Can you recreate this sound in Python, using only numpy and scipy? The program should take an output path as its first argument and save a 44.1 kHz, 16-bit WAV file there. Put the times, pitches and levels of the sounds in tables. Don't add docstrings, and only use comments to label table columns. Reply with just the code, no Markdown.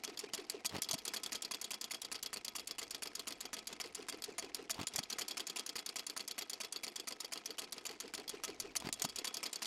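import sys
import numpy as np
from scipy import signal
from scipy.fft import rfft, irfft, next_fast_len
from scipy.io import wavfile
from scipy.ndimage import uniform_filter1d

SR = 44100
rng = np.random.default_rng(int(sys.argv[2]) if len(sys.argv) > 2 else 0)


def wav_record(signal):
    frames = np.transpose(np.atleast_2d(signal))
    bounded = np.clip(frames, -1, 1)
    quanta = np.round(bounded * 32767).astype(np.int16)
    wavfile.write(sys.argv[1], SR, quanta)


N = 426006
TIME = np.arange(N) / SR


def amp(db):
    return 10 ** (np.asarray(db) / 20)


def evened(x):
    return x / np.sqrt(np.mean(x ** 2, axis=-1, keepdims=True) + 1e-20)


def add(mix, start_s, sound):
    part = mix[max(round(start_s * SR), 0):][:len(sound)]
    part += sound[:len(part)]


def decay(t, t60_s):
    return np.exp(-np.log(1000) * t / t60_s)


def bump(t, centre_s, half_s):
    return np.exp(-((t - centre_s) / half_s) ** 2)


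def wander(shape, size):
    smooth = uniform_filter1d(rng.standard_normal(shape), size)
    return evened(uniform_filter1d(smooth, size))


def noise(colour, shape, band_hz=(0, np.inf), ripple_db=0, ripple_size=50):
    size = next_fast_len(shape[-1])
    hz = np.fft.rfftfreq(size, 1 / SR)
    colour_hz, colour_db = np.transpose(colour)
    ripple = ripple_db * wander(shape[:-1] + hz.shape, size=ripple_size)
    gain = amp(np.interp(np.log(hz + 1), np.log(colour_hz), colour_db) + ripple)
    gain = gain * (hz >= band_hz[0]) * (hz < band_hz[1])
    spectrum = rfft(rng.standard_normal(shape[:-1] + (size,))) * gain
    return evened(irfft(spectrum, size)[..., :shape[-1]])


# (time [s], level [dB])
BREEZE_LEVEL = [(0, -84), (1.1, -78), (1.7, -86), (2.1, -77), (4.4, -78), (5.1, -78), (5.5, -88),
                (7.1, -88), (8.3, -79), (8.6, -70), (9.1, -72), (9.5, -90)]
# (frequency [Hz], relative level [dB])
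BREEZE_COLOUR = [(10, 2.5), (25, -9), (45, 8), (80, 2.5), (130, 2), (300, -20), (2000, -47)]


def breeze():
    return amp(np.interp(TIME, *np.transpose(BREEZE_LEVEL))) * noise(BREEZE_COLOUR, (N,))


# (time at which the cam comes round [s], speed then [turns/s])
COASTS = [(-2.9117, 10.995), (1.1366, 10.995), (5.185, 10.982), (9.2447, 10.97)]
FRICTION_TURNS_PER_S2, DRAG_PER_S = 0.366, 0.11667
LAST_TURN = 30


def coasting(angle_turns=0, every=1):
    t, rows = np.arange(-SR // 2, 5 * SR, 50) / SR, []
    friction_speed = FRICTION_TURNS_PER_S2 / DRAG_PER_S
    for start_s, first_speed in COASTS:
        speed = (first_speed + friction_speed) * np.exp(-DRAG_PER_S * t) - friction_speed
        turned = (first_speed - speed - FRICTION_TURNS_PER_S2 * t) / DRAG_PER_S
        for turn in np.arange(-2, LAST_TURN + 1, every) + angle_turns:
            s = start_s + np.interp(turn, turned, t)
            if -1 <= turn < LAST_TURN + 0.5 and s > -0.5:
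                rows.append((s, np.interp(np.floor(turn + 0.05), turned, speed), turn))
    return np.array(rows)


# (speed [turns/s], relative level [dB])
RUNNING_LEVEL = [(6.3, -58.5), (7.2, -60.5), (8.2, -62), (9.7, -63.5), (10.5, -60.5), (11, -59),
                 (11.15, -56.5)]
SHUT_DB = -64.5
COMPRESSION_DELAY_S, EXHAUST_DELAY_S = 0.055, 0.005


def crank_turns():
    s, speed, turn = coasting().T
    level_db = np.where(turn < LAST_TURN, np.interp(speed, *np.transpose(RUNNING_LEVEL)), SHUT_DB)
    working_s = np.ravel(np.add(FIRINGS, [COMPRESSION_DELAY_S, EXHAUST_DELAY_S]))
    return np.array(sorted([*zip(s, level_db), *((start_s, SHUT_DB) for start_s in working_s)]))


# (frequency [Hz], relative level [dB])
RATTLE_COLOUR = [(100, -37), (250, -7), (450, 3.5), (600, -0.5), (1000, -0.5), (1600, -2.5), (2800, 4.5),
                 (3800, -5), (4600, 5.5), (5600, -5), (7000, -7.5), (9000, -9.5), (12000, -15),
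                 (16000, -35)]


def loose_play(turns, count=12, base_db=-58, spread_db=3.0, t60_s=0.014, ripple_db=7,
               busiest_turns=0.5, spread_turns=0.25):
    out, t = np.zeros(N), np.arange(SR // 50) / SR
    starts = np.array([s for s, _ in turns if 0 < s < N / SR])
    for start_s, length_s in zip(starts, np.diff(starts, append=N / SR)):
        ticks = noise(RATTLE_COLOUR, (count, len(t)), ripple_db=ripple_db, ripple_size=24)
        ticks = ticks * decay(t, t60_s) * (1 - np.exp(-t / 0.00022))
        sizes = amp(base_db + spread_db * np.minimum(rng.exponential(1, count), 3))
        shares = rng.normal(busiest_turns, spread_turns, count) % 1
        for share, size, tick in zip(shares, sizes, ticks):
            add(out, start_s + share * length_s, size * tick)
    return out


# (frequency [Hz], relative level [dB])
RUMBLE_COLOUR = [(60, -36), (140, -13.5), (210, -3.5), (290, 2), (360, 1), (490, 0.5), (580, -11.5),
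                 (680, -2), (800, -5), (1200, -24), (3000, -54)]
SWISH_COLOUR = [(400, -23), (800, 2), (1050, 12.5), (1180, 1), (1275, 13.5), (1400, 6.5), (1750, 6.5),
                (2400, 8), (3400, 4.5), (5000, 5.5), (7500, -3), (12000, -17.5), (16000, -67)]
# (share of turn, rumble [relative dB], swish [relative dB],
# whirr [relative dB], whirr centre [Hz])
STROKE = [(0, -3, -5, -12, 2104), (.15, -4.5, 3, -9, 2400), (.28, 2, 5, 0, 2782), (.44, 6.5, 8, -7, 2860),
          (.62, -2.5, -5, 6, 2478), (.73, 2.5, 4.5, -0.5, 2172), (.86, -1, -6.5, -7, 2036),
          (1, -7, -1.5, -20, 2102)]


def running(turns, rumble_trim_db=-2, swish_trim_db=-4, whirr_trim_db=-7.5, swish_db_per_octave=4,
            reference_turn_s=0.16, whirr_width_hz=260, grain_db=3.5):
    s, turn_db = turns.T
    edges = np.r_[2 * s[0] - s[1], s, 2 * s[-1] - s[-2]]
    turn_share = np.interp(TIME, edges, np.arange(len(edges))) % 1
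    middle = (edges[1:-1] + edges[2:]) / 2
    octaves_fast = np.interp(TIME, middle, np.log2(reference_turn_s / np.diff(edges)[1:]))
    share, *columns = np.transpose(STROKE)
    gear_db, slide_db, air_db, whirr_hz = (np.interp(turn_share, share, c) for c in columns)
    gears = amp(rumble_trim_db + gear_db) * noise(RUMBLE_COLOUR, (N,))
    grain = evened(amp(grain_db * wander((N,), size=70)))
    swish_db = swish_trim_db + slide_db + swish_db_per_octave * octaves_fast
    piston = amp(swish_db) * grain * noise(SWISH_COLOUR, (N,))
    lowpass = signal.butter(2, whirr_width_hz / 2, fs=SR, output="sos")
    real, imag = signal.sosfilt(lowpass, rng.standard_normal((2, N)))
    carrier = np.exp(2j * np.pi * np.cumsum(whirr_hz) / SR)
    whirr = amp(whirr_trim_db + air_db) * evened(((real + 1j * imag) * carrier).real)
    return amp(np.interp(TIME, middle, turn_db)) * (gears + piston + whirr)


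# (speed [turns/s], relative level [dB], base pitch [Hz])
HOOTS = [(6.35, -46.5, 414), (6.9, -47.5, 421), (7.2, -49.5, 442), (7.45, -59, 445), (8.6, -58, 435),
         (9.3, -69, 420), (10.9, -65, 405), (11.15, -52.5, 400)]
HOOT_ANGLE_TURNS = 0.392


def hoots(trim_db=1.3, half_s=0.0062, sag_per_s=8.76, tail_s=0.03, tail_db=-9, rough=0.28,
          scatter_db=1, detune=0.015):
    out, t = np.zeros(N), np.arange(-SR // 25, SR // 14) / SR
    swell = bump(t, 0, half_s) + amp(tail_db) * bump(t, tail_s, half_s)
    speeds, *columns = np.transpose(HOOTS)
    for s, speed, turn in coasting(HOOT_ANGLE_TURNS):
        if s < 0 or turn > LAST_TURN:
            continue
        db, hz = (np.interp(speed, speeds, c) for c in columns)
        db = db + scatter_db * rng.standard_normal()
        hz = hz * (1 + detune * rng.standard_normal())
        cycles = np.cumsum(hz * np.exp(-sag_per_s * np.maximum(t, 0))) / SR + rng.random()
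        flutter = 1 + rough * evened(uniform_filter1d(rng.standard_normal(len(t)), size=200))
        tone = np.sqrt(2) * np.sin(2 * np.pi * cycles)
        add(out, s + t[0], amp(db + trim_db) * swell * flutter * tone)
    return out


# (intake snort [s], exhaust puff [s])
FIRINGS = [(0.7647, 0.9385), (4.8140, 4.9878), (8.8713, 9.0472)]
# (delay [s], relative level [dB], pitch [Hz], half length [s])
SNORT = [(-0.0208, -36.5, 200, 0.0018), (0, -32, 228, 0.0016), (0.0218, -37.5, 230, .0017)]
# (delay [s], relative level [dB], pitch [Hz], half length [s])
PUFF = [(-0.030, -46, 410, 0.0034), (-0.001, -39.5, 670, 0.0032), (0.002, -41, 149, 0.0046),
        (0.014, -41.5, 255, 0.0037)]
# (delay [s], relative level [dB], half length [s])
INTAKE_RUSH = [(-0.033, -53, 0.026), (-0.021, -45, 0.0012), (-0.011, -45, 0.0075), (0.0005, -41, 0.0018),
               (0.019, -44, 0.0018), (0.025, -50, 0.005)]
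EXHAUST_RUSH = [(-0.034, -49.5, 0.011), (0.003, -39.5, 0.0034)]
# (frequency [Hz], relative level [dB])
GAS_COLOUR = [(35, -30), (75, 6), (110, -3), (350, -3), (600, -3.5), (1000, -1), (1500, -10), (2200, -9.5),
              (4000, -11), (12000, -30)]


def firings(ragged_db=5, port_hz=62):
    out, t = np.zeros(N), np.arange(-SR // 8, SR // 8) / SR
    for times in FIRINGS:
        for s, pulses, rushes in zip(times, (SNORT, PUFF), (INTAKE_RUSH, EXHAUST_RUSH)):
            pressure = sum(amp(db) * bump(t, delay, half_s) * np.sin(2 * np.pi * hz * (delay - t))
                           for delay, db, hz, half_s in pulses)
            flow = sum(amp(db) * bump(t, delay, half_s) for delay, db, half_s in rushes)
            eddies = evened(amp(ragged_db * wander(t.shape, size=60)))
            add(out, s + t[0], pressure + flow * eddies * noise(GAS_COLOUR, t.shape))
    highpass = signal.butter(2, port_hz, "high", fs=SR, output="sos")
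    return signal.sosfiltfilt(highpass, out)


# (crank angle [turns],
# relative level above split [dB], same below split [dB], gain when slow [dB], gain when fast [dB])
CLACKS = [(0, -43.5, -43, 8, 4.5), (0.04, -43, -50.5, 3, -2), (0.086, -38.5, -53, 1, 0.5),
          (1.054, -40.5, -51.5, 6.5, 1), (1.08, -40.5, -57, -2, -1)]
KNOCKS = [(0.282, -48, -49.5, 0.81, 6), (0.417, -52, -56.5, 0.9, -1), (1.19, -56, -62, 2, 5)]
SLOW, SLOW_RANGE, EASY, FAST = 6.62, 0.09, 9.84, 11.05


def cam_blows(contacts, body_share=0.5):
    rows = []
    for angle, high_db, low_db, slow_db, fast_db in contacts:
        s, speed, turn = coasting(angle, every=2).T
        slow_gain_db = slow_db / (1 + np.exp((speed - SLOW) / SLOW_RANGE))
        fast_gain_db = fast_db * np.maximum(speed - EASY, 0) / (FAST - EASY)
        gain_db = slow_gain_db + fast_gain_db
        blow_rows = np.c_[s, high_db + gain_db, low_db + body_share * gain_db]
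        rows += list(blow_rows[np.round(turn) < LAST_TURN])
    return rows


# (speed [turns/s], crank angle [turns], relative level above split [dB], same below split [dB])
LATCH_FIRST = [(6.85, 0.98, -41.5, -53), (7.2, 0.53, -58, -60), (7.55, 0.45, -48, -55),
               (7.9, 0.414, -45, -56), (9.1, 0.371, -43, -51.5), (9.8, 0.36, -41.5, -53.5),
               (11.3, 0.352, -38, -54)]
LATCH_SECOND = [(7, 1.6, -54, -58), (7.38, 1.472, -45.5, -50), (7.71, 1.423, -43.5, -50.5),
                (8.2, 1.385, -41, -51), (9, 1.369, -39, -50), (9.9, 1.354, -41, -54.5),
                (11.3, 1.354, -37.5, -56)]


def latch_blows():
    rows = []
    for side, curve in enumerate((LATCH_FIRST, LATCH_SECOND)):
        s, speed, _ = coasting(side, every=2).T
        speeds, *columns = np.transpose(curve)
        angle, high_db, low_db = (np.interp(speed, speeds, c) for c in columns)
        delay_s = (angle - side) / speed
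        delay_s *= 1 + delay_s * (FRICTION_TURNS_PER_S2 / speed + DRAG_PER_S) / 2
        rows += list(np.c_[s + delay_s, high_db, low_db][speed >= speeds[0]])
    return rows


# (delay [s], relative level above split [dB], relative level below split [dB])
INTAKE_CLACKS = [(-0.118, -43.5, -39.5), (-0.1102, -35.5, -46), (-0.1045, -31.5, -55), (0.0556, -33, -45.5),
                 (0.067, -41.5, -67)]
EXHAUST_CLACKS = [(-0.028, -30.5, -43), (0.0012, -34, -44)]
INTAKE_RATTLES = [(-0.071, -47, -56), (-0.0165, -55, -56), (-0.001, -45, -46), (0.0172, -48, -49.5)]
EXHAUST_RATTLES = [(-0.0505, -45.5, -56), (-0.0072, -39, -53), (0.042, -50, -63), (0.0478, -46, -59)]


def firing_blows(intake, exhaust):
    return [(s + delay, high_db, low_db)
            for times in FIRINGS
            for s, group in zip(times, (intake, exhaust))
            for delay, high_db, low_db in group]


def uneven(rows, jitter_s=0.0004, scatter_db=0.7):
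    rows = np.array(rows) + rng.standard_normal(np.shape(rows)) * [jitter_s, scatter_db, scatter_db]
    return rows[(rows[:, 0] > 0) & (rows[:, 0] < N / SR)]


# (mean delay [s], level relative to blow before trim [dB], mean pitch [Hz])
CHATTER = [(.0065, -10, 12400), (0.0118, -11.5, 12450)]


def spring_chatter(rattles, trim_db=-2, hard_db=-44, half_s=0.00087, jitter_s=0.0012, detune=0.025,
                   scatter_db=3):
    out, t = np.zeros(N), np.arange(-SR // 250, SR // 250) / SR
    for s, blow_db, _ in rattles:
        draws = rng.standard_normal((len(CHATTER), 3))
        for (delay, db, hz), (late, bend, size) in zip(CHATTER, draws):
            ping = bump(t, 0, half_s) * np.sin(2 * np.pi * hz * (1 + detune * bend) * t)
            gain = (blow_db > hard_db) * amp(trim_db + blow_db + db + scatter_db * size)
            add(out, s + delay + jitter_s * late + t[0], gain * ping)
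    return out


# (mean frequency [Hz], t60 [s],
# relative level under a clack [dB], relative level under a rattle [dB])
MODES = [(219, 0.17, -16, -16), (289.3, 0.15, -20, -15), (409, 0.071, -24, -14), (485, 0.074, -28, -16.5),
         (656.6, 0.18, -16, -15), (715, 0.065, -17, -16.5), (1015, 0.065, -16, -18.5),
         (1153, 0.075, -20, -17), (1274, .25, -17, -12.5), (2050, 0.04, -14.5, -8.5),
         (2380, 0.036, -22, -37), (3345, 0.16, -18.5, -15.5), (4300, 0.024, -39, -18),
         (4460, 0.018, -15.5, -12), (4616, 0.042, -10, -17), (5250, 0.18, -25, -23),
         (6800, 0.056, -16.5, -16.5), (7480, .03, -26, -22), (9430, 0.037, -10.5, -29),
         (12550, 0.027, -21, -21)]
SPLIT_HZ = 3100


def blows(rows, colour, mode_db, bright_trim_db, body_trim_db, bright_t60_s, body_t60_s, rise_s,
          scatter_db, detune, ripple_db, lumpy_db):
    s, high_db, low_db = np.transpose(rows)
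    mode_hz, mode_t60_s = np.transpose(MODES)[:2]
    t = np.arange(SR // 9) / SR
    shape = (len(s), len(t))
    strength, bend, phase = rng.standard_normal((len(s), len(mode_hz), 3)).T[..., None]
    rise = 1 - np.exp(-t / rise_s)

    def ring(k):
        cycles = mode_hz[k] * (1 + detune * bend[k]) * t + phase[k]
        tone = np.sqrt(2) * np.cos((2 * np.pi * cycles).astype(np.float32))
        return amp(mode_db[k] + scatter_db * strength[k]) * evened(decay(t, mode_t60_s[k])) * tone

    contact = amp(lumpy_db * wander(shape, size=45)) * rise
    lowpass = signal.butter(2, 6500, fs=SR, output="sos")
    bands = [((0, SPLIT_HZ), low_db + body_trim_db, body_t60_s),
             ((SPLIT_HZ, np.inf), high_db + bright_trim_db, bright_t60_s)]
    sounds = 0
    for band_hz, level_db, t60_s in bands:
        crack = evened(noise(colour, shape, band_hz, ripple_db) * contact * decay(t, t60_s))
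        dull = signal.sosfiltfilt(lowpass, crack)
        crack = evened(dull + (crack - dull) * np.exp(-t / 0.02))
        in_band = (mode_hz >= band_hz[0]) & (mode_hz < band_hz[1])
        rings = sum(ring(k) for k in np.flatnonzero(in_band))
        sounds = sounds + amp(level_db)[:, None] * evened(crack + rings * rise)
    out = np.zeros(N)
    for start_s, sound in zip(s, sounds):
        add(out, start_s, sound)
    return out


# (frequency [Hz], relative level [dB])
CLACK_COLOUR = [(100, -48), (220, -8), (560, -9), (820, -9.5), (1000, -0.5), (1500, -6.5), (2300, 0.5),
                (3500, -2.5), (4600, 1), (7200, 3.5), (8300, -4), (10500, -2.5), (13000, -8.5),
                (16000, -24.5)]


def valve_gear(clacks, rattles):
    clack_db, rattle_db = np.transpose(MODES)[2:]
    rod = blows(clacks, CLACK_COLOUR, clack_db, bright_trim_db=-13.5, body_trim_db=-13.5,
                bright_t60_s=0.031, body_t60_s=0.045, rise_s=0.0008,
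                scatter_db=3.5, detune=0.007, ripple_db=3.6, lumpy_db=2)
    latch = blows(rattles, RATTLE_COLOUR, rattle_db, bright_trim_db=-11.5, body_trim_db=-11.5,
                  bright_t60_s=0.042, body_t60_s=0.061, rise_s=0.00023,
                  scatter_db=2.5, detune=0.008, ripple_db=2.4, lumpy_db=2.5)
    return rod + latch


# (time [s], relative level above split [dB], relative level below split [dB])
STRAYS = [(0.843, -42, -66), (0.889, -38.5, -49)]


def scene():
    clacks = uneven(cam_blows(CLACKS) + firing_blows(INTAKE_CLACKS, EXHAUST_CLACKS))
    firing_rattles = firing_blows(INTAKE_RATTLES, EXHAUST_RATTLES)
    rattles = uneven(cam_blows(KNOCKS) + latch_blows() + firing_rattles + list(STRAYS))
    turns = crank_turns()
    background = breeze() + loose_play(turns) + running(turns)
    gas = hoots() + firings()
    gear = spring_chatter(rattles) + valve_gear(clacks, rattles)
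    return (background + gas + gear)[None]


def record(dry):
    edge_hz = 16100
    lowpass = signal.firwin(401, edge_hz, window=("kaiser", 8), fs=SR)
    return signal.oaconvolve(dry, lowpass[None], "same")


dry = scene()
out = record(dry)
wav_record(out)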